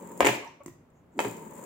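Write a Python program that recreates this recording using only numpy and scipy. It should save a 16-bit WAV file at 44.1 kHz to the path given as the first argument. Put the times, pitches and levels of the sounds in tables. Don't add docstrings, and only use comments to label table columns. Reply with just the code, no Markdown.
import sys
import numpy as np
from scipy import signal
from scipy.fft import rfft, irfft
from scipy.io import wavfile
from scipy.ndimage import uniform_filter1d

SR = 44100
rng = np.random.default_rng(int(sys.argv[2]) if len(sys.argv) > 2 else 0)


def bounce(signal):
    frames = np.transpose(np.atleast_2d(signal))
    limited = np.clip(frames, -1, 1)
    pcm = np.round(limited * 32767).astype(np.int16)
    wavfile.write(sys.argv[1], SR, pcm)


N = 72765

# frequency in Hz, relative level in dB.
FLOOR_SPECTRUM = [(20, 0.5), (65, 0), (140, 2.5), (300, -3), (600, -8.5), (1100, -14.5), (2500, -27),
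                  (4500, -39), (9000, -43), (16000, -38)]
FLOOR_DB = -58.5
# frequency in Hz, likeness from 0 to 1.
STEREO_LIKENESS = [(50, 0.91), (300, 0.94), (700, 0.32), (1500, 0.21), (3000, 0.05), (16000, .1)]

# frequency in Hz, time to fall 60 dB in seconds.
ROOM_T60_S = [(100, 0.5), (350, 0.5), (1000, 0.46), (5000, 0.47), (8000, 0.39), (15000, 0.25)]
# frequency in Hz, relative level in dB.
ROOM_COLOUR = [(60, 6), (120, 8), (200, -2.5), (350, -3), (700, 0.5), (1400, -2.5), (2500, 3), (5000, 5),
               (8000, -2), (15000, 7)]
# frequency in Hz, relative level in dB, time to fall 60 dB in seconds.
ROOM_MODES = [(272, -36.5, 0.52), (410, -33.5, 0.2), (885, -49.5, .44)]
# frequency in Hz, relative level in dB.
NEAR_COLOUR = [(100, 2.0), (1000, -1.5), (7000, -2.5), (15000, -6.5)]
ROOM_DB, ROOM_DELAY_S, BLOOM_S_AT_100_HZ = -3.5, 0.0063, 0.05
NEAR_DB, NEAR_DECAY_S, NEAR_RISE_S, NEAR_TAPS_PER_S = -6.5, 0.011, 0.00045, 1100
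ROOM_MODES_DB, SPIN_ROOM_DB = -28.5, -4

# start in seconds, frequency in Hz, level in dB.
BOOMS = [(.207, 73.6, -41.5), (0.274, 124.8, -34.5), (1.25, 117.7, -40.5)]
BOOM_RISE_S = 0.02

# start in seconds, length in seconds, start pitch in Hz,
# end pitch in Hz, level in dB.
SQUEAKS = [(.42, .035, 1080, 1120, -45), (.445, .045, 950, 915, -44), (.603, .016, 620, 520, -47),
           (.605, .02, 1080, 1120, -49)]
SQUEAK_JITTER, SQUEAK_OCTAVE_DB = 0.07, -13.5
# start in seconds, length in seconds, centre in Hz, level in dB.
RUBS_AND_RUSTLES = [(0.166, 0.014, 423, -41.5), (0.196, 0.01, 456, -34), (0.475, 0.0043, 6050, -52.5),
                    (0.913, 0.12, 6890, -80), (1.109, 0.055, 7190, -78), (1.146, 0.058, 295, -41)]
BAND_WIDTH_HZ_AT_1_KHZ = 281

# start in seconds,
# then relative levels of counter, body, clack and tick in dB, pitch factor of body and clack.
HARD_CLACKS = [(.2059, -17, -3, -9, -11, 1.034), (0.2076, -30.5, -12, -17, -16.5, 0.81),
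               (0.2164, -28.5, -15.5, -24, -27.5, 1.14), (.2245, -33, -18.5, -20, -36.5, 1.14),
               (0.2295, -31, -16, -14, -34, 0.82), (.2470, -14, -10, -9.5, -29, .96),
               (0.2493, -34.5, -24.5, -34.5, -13.5, 0.75), (.2540, -20.5, -20, -8.5, -12, 1.05),
               (0.2624, -17.5, -11, -11.5, -10.5, .91), (.2685, -18.5, -8, -2.5, -25, 1.04),
               (0.2707, -17.5, -11.5, -7.5, -6.5, .95), (0.2757, -30.5, -16, -23, -23.5, 1.1),
               (.2870, -20.5, -13.5, -10, -25, 0.88), (.2925, -20.5, -16, -17.5, -22.5, 1.12),
               (0.332, -28, -27, -47, -47, 0.9), (0.35, -34.5, -27, -23.5, -41, 0.92),
               (1.1912, -43, -10.5, -10.5, -40, 0.916), (1.1925, -37.5, -15.5, -18, -18, 1.13),
               (1.2028, -38, -15, -21.5, -16.5, 0.88), (1.2482, -25, -20, -26, -37, 1.08),
               (1.2533, -20.5, -22, -27, -51, 0.86)]
# frequency in Hz, relative level in dB,
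# time to fall 60 dB in seconds.
COUNTER_MODES = [(293, -11, 0.2), (336, -5.5, 0.059), (420, 3, 0.055)]
BODY_MODES = [(553, -8.5, 0.023), (674, -4.5, 0.023), (890, -12.5, 0.014), (1006, -2, 0.022),
              (1499, -11, .028)]
CLACK_MODES = [(1937, -3.5, 0.014), (2282, -6.5, 0.022), (2730, -12, 0.029), (4696, -18.5, 0.0032)]
TICK_MODES = [(6427, -10, 0.0087), (7100, -9, 0.013), (7590, -8, 0.013), (9200, -14, 0.015),
              (13600, -18.5, .005), (15200, -13.5, .006)]
# frequency in Hz, relative level in dB.
CHATTER_SPECTRUM = [(100, -30.5), (1500, -5), (3000, -6.5), (5000, -6), (7300, 7), (10000, -3.5),
                    (12000, -3.5), (14500, -5.5)]
# start in seconds, relative thud level in dB, relative tick level in dB.
BUMPS_AND_THUMPS = [(0.661, -30, -25.5), (0.681, -32.5, -50), (1.181, -40.5, -38), (1.273, -27.5, -50)]
# frequency in Hz, relative level in dB, time to fall 60 dB in seconds.
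THUD_MODES = [(175.7, -4.5, 0.35), (264, -3, 0.048), (336.5, 0, 0.031), (613, -13, 0.026),
              (1045, -3.5, 0.013), (1920, -8, 0.016)]
# start in seconds, level in dB.
SMALL_TICKS = [(0.118, -42), (0.176, -40), (.448, -48), (0.635, -54.5), (0.646, -58), (0.682, -50),
               (.689, -55.5), (.902, -68), (1.25, -39.5), (1.297, -46), (1.311, -38), (1.324, -47),
               (1.368, -43.5), (1.554, -49), (1.565, -52), (1.585, -49), (1.639, -43.5)]
COUNTER_RISE_S, SMALL_TICK_DECAY_S = 0.002, 0.0024
SNAP_DB, SNAP_S = -23.5, 0.0001
CHATTER_DB, CHATTER_DECAY_S, TICK_RISE_S = -8, 0.0019, 0.00025
CLACK_LOW_HZ, BUMP_LOW_HZ = 247.2, 111
PHASE_SPREAD_RAD_PER_KHZ = 0.49

# time in seconds, pitch in Hz, level in dB under the rumble's envelope.
HUM = [(0, 179.8, -5.5), (.19, 181.8, -6.5), (1.32, 166.7, -19), (1.385, 161.5, -2), (1.49, 160, -7.5),
       (1.56, 159.5, -17.5)]
# time in seconds, rumble envelope in dB, bearing hiss envelope in dB.
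SPIN = [(0, -43, -57.5), (.151, -44, -59), (.175, -44, -57), (.203, -41.5, -48.5), (.245, -44, -55.5),
        (.285, -37.5, -43), (.355, -43.5, -46), (.41, -62.5, -88), (.7, -95, -105), (1.112, -68, -88.5),
        (1.185, -50.5, -63), (1.213, -38.5, -43), (1.281, -39, -49), (1.349, -43.5, -57.5),
        (1.518, -44.5, -57.5), (1.65, -41, -52.5)]
# frequency in Hz, relative level in dB.
RUMBLE_SPECTRUM = [(40, -25), (100, -17), (170, 2), (215, 5.5), (300, -5), (450, 1), (650, -8), (790, -18),
                   (915, 0.5), (1100, -10), (1400, -18.5), (2000, -19.5), (3000, -31), (16000, -66.5)]
HISS_SPECTRUM = [(100, -36), (3000, -27.5), (5800, -19), (6600, -0.5), (7350, 5.5), (8200, -2), (10000, -8),
                 (12300, -15), (13100, -6.5), (15500, -4.5)]
RUMBLE_NOISE_DB = -3
GRAINS_PER_S, GRAIN_SPREAD_DB = 5000, 2.5
FLUTTER_DB, FLUTTER_HZ = 1.3, 29.5
FLURRY_DB, FLURRY_HZ = 2.2, 70
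RUMBLE_PAN_DB, BODY_PAN_DB, HISS_PAN_DB = 2.5, 3.5, 3.5

RECORD_LOW_HZ, RECORD_EDGE_HZ = 70, 15900


def amp(db):
    return 10 ** (np.asarray(db) / 20)


def unit(x):
    return x / np.sqrt(np.mean(x ** 2) + 1e-20)


def read(points, hz):
    f, value = np.transpose(points)
    return np.interp(np.log(hz + 1), np.log(f), value)


def pan(db):
    return amp(np.array([[db], [-db]]) / 2)


def add(mix, start_s, sound):
    part = mix[:, round(start_s * SR):][:, :sound.shape[-1]]
    part += sound[..., :part.shape[1]]


def colour(x, points):
    hz = np.fft.rfftfreq(x.shape[1], 1 / SR)
    z = rfft(x)
    angle = np.arcsin(np.clip(read(STEREO_LIKENESS, hz), -1, 1)) / 2
    mixed = np.cos(angle) * z + np.sin(angle) * z[::-1]
    return unit(irfft(mixed * amp(read(points, hz)), x.shape[1]))


def noise(points, size):
    return colour(rng.standard_normal((2, size)), points)


def ring(modes, t, pitch=1):
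    out = np.zeros((2, len(t)))
    sides = np.array([[1], [-1]])
    for hz, db, t60_s in modes:
        spread = PHASE_SPREAD_RAD_PER_KHZ * min(hz / 1000, 2) * rng.choice([-1, 1])
        skew = spread * sides * np.minimum(t * hz, 1)
        out -= amp(db - 60 * t / t60_s) * np.sin(2 * np.pi * hz * pitch * t + skew)
    return out


def flutter(depth_db, rate_hz):
    hz = np.fft.rfftfreq(N, 1 / SR)
    slow = irfft(rfft(rng.standard_normal(N)) * hz * np.exp(-(hz / rate_hz) ** 2), N)
    return amp(depth_db * unit(slow))


def quiet_kitchen():
    return amp(FLOOR_DB) * noise(FLOOR_SPECTRUM, N)


def room(x):
    t = np.arange(SR) / SR
    hz, age_s, z = signal.stft(noise(ROOM_COLOUR, SR), SR, nperseg=256)
    bloom = 1 - np.exp(-age_s * (hz[:, None] + 1) / 100 / BLOOM_S_AT_100_HZ)
    decay = amp(-60 * age_s / read(ROOM_T60_S, hz)[:, None])
    tail = signal.istft(z * bloom * decay, SR, nperseg=256)[1][:, :SR]
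    tail = unit(tail * np.clip(t / ROOM_DELAY_S - 1, 0, 1))

    taps = rng.choice([-1, 1], (2, SR)) * (rng.random((2, SR)) < NEAR_TAPS_PER_S / SR)
    near = colour(taps, NEAR_COLOUR) * np.exp(-t / NEAR_DECAY_S)
    near = unit(near * np.minimum(t / NEAR_RISE_S, 1))

    response = (amp(ROOM_DB) * tail + amp(NEAR_DB) * near) / np.sqrt(SR)
    response = response + amp(ROOM_MODES_DB) * ring(ROOM_MODES, t)
    return signal.fftconvolve(x, response, axes=1)[:, :N]


def booms():
    out, t = np.zeros((2, N)), np.arange(SR // 2) / SR
    swell = t / BOOM_RISE_S * np.exp(1 - t / BOOM_RISE_S)
    for start_s, hz, db in BOOMS:
        add(out, start_s, amp(db) * swell * np.sin(2 * np.pi * hz * t))
    return pan(RUMBLE_PAN_DB) * out * flutter(FLUTTER_DB, FLUTTER_HZ)


def squeaks():
    out = np.zeros((2, N))
    for start_s, length_s, start_hz, end_hz, db in SQUEAKS:
        u = np.linspace(0, 1, round(length_s * SR))
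        jitter = unit(uniform_filter1d(rng.standard_normal(N), size=60))[:len(u)]
        hz = (start_hz + (end_hz - start_hz) * u) * (1 + SQUEAK_JITTER * jitter)
        phase = 2 * np.pi * np.cumsum(hz) / SR
        tone = np.sin(phase) + amp(SQUEAK_OCTAVE_DB) * np.sin(2 * phase)
        add(out, start_s, amp(db) * np.sqrt(abs(np.sin(np.pi * u))) * tone)
    return out


def rubs_and_rustles():
    out, f = np.zeros((2, N)), np.fft.rfftfreq(N, 1 / SR) + 1
    for start_s, length_s, hz, db in RUBS_AND_RUSTLES:
        swell = np.hanning(round(length_s * SR))
        width_squared = BAND_WIDTH_HZ_AT_1_KHZ ** 2 * hz / 1000
        band_gain = 1 / (1 + (f - hz) ** 2 / width_squared) ** 1.5
        band = irfft(rfft(rng.standard_normal(N)) * band_gain, N)
        add(out, start_s, amp(db) * swell * unit(band[:len(swell)]))
    return out


def tick(t):
    chatter = amp(CHATTER_DB) * noise(CHATTER_SPECTRUM, len(t)) * np.exp(-t / CHATTER_DECAY_S)
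    steel = ring(TICK_MODES, t, rng.uniform(0.97, 1.02))
    return (steel + chatter) * (1 - np.exp(-t / TICK_RISE_S))


def bumps_and_thumps():
    out, t = np.zeros((2, N)), np.arange(SR // 4) / SR
    soft_touch = signal.butter(2, BUMP_LOW_HZ, "high", fs=SR, output="sos")
    for start_s, thud_db, tick_db in BUMPS_AND_THUMPS:
        bump = amp(thud_db) * ring(THUD_MODES, t) + amp(tick_db) * tick(t)
        add(out, start_s, signal.sosfilt(soft_touch, bump) / 2)
    return out


def small_ticks():
    out, t = np.zeros((2, N)), np.arange(SR // 4) / SR
    for start_s, db in SMALL_TICKS:
        burst = noise(HISS_SPECTRUM, len(t)) * np.exp(-t / SMALL_TICK_DECAY_S)
        add(out, start_s, pan(HISS_PAN_DB) * amp(db) * burst)
    return out


def hard_clacks():
    out, t = np.zeros((2, N)), np.arange(SR // 4) / SR
    snap = amp(SNAP_DB) * t / SNAP_S * (t / SNAP_S - 2) * np.exp(-t / SNAP_S)
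    small_body = signal.butter(2, CLACK_LOW_HZ, "high", fs=SR, output="sos")
    for start_s, counter_db, body_db, clack_db, tick_db, pitch in HARD_CLACKS:
        counter = amp(counter_db) * ring(COUNTER_MODES, t) * (1 - np.exp(-t / COUNTER_RISE_S))
        body = pan(BODY_PAN_DB) * amp(body_db) * ring(BODY_MODES, t, pitch)
        clack = amp(clack_db) * (ring(CLACK_MODES, t, pitch) + snap)
        bearing = pan(HISS_PAN_DB) * amp(tick_db) * tick(t)
        add(out, start_s, signal.sosfilt(small_body, counter + body + clack + bearing) / 2)
    return out


def hum():
    t = np.arange(N) / SR
    time_s, hz, db = np.transpose(HUM)
    phase = 2 * np.pi * np.cumsum(np.interp(t, time_s, hz)) / SR
    return amp(np.interp(t, time_s, db)) * np.sin(phase) * flutter(FLUTTER_DB, FLUTTER_HZ)


def spin():
    t = np.arange(N) / SR
    time_s, rumble_db, hiss_db = np.transpose(SPIN)
    grain_gain = amp(GRAIN_SPREAD_DB * np.minimum(rng.exponential(1, N), 4))
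    strikes = (rng.random(N) < GRAINS_PER_S / SR) * grain_gain
    hiss = colour(strikes * rng.standard_normal((2, N)), HISS_SPECTRUM)
    hiss = hiss * amp(np.interp(t, time_s, hiss_db)) * flutter(FLURRY_DB, FLURRY_HZ)
    rumble = amp(RUMBLE_NOISE_DB) * noise(RUMBLE_SPECTRUM, N) + hum()
    rumble = rumble * amp(np.interp(t, time_s, rumble_db)) * flutter(FLUTTER_DB, FLUTTER_HZ)
    return pan(RUMBLE_PAN_DB) * rumble + pan(HISS_PAN_DB) * hiss


def scene():
    handling = hard_clacks() + bumps_and_thumps() + small_ticks() + squeaks() + rubs_and_rustles()
    whir = spin()
    echoes = room(handling + amp(SPIN_ROOM_DB) * whir)
    return quiet_kitchen() + echoes + booms() + handling + whir


def record(dry):
    thin = signal.sosfilt(signal.butter(2, RECORD_LOW_HZ, "high", fs=SR, output="sos"), dry)
    band_limit = signal.firwin(255, RECORD_EDGE_HZ, window=("kaiser", 8), fs=SR)
    return signal.oaconvolve(thin, band_limit[None], "same")


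dry = scene()
out = record(dry)
bounce(out)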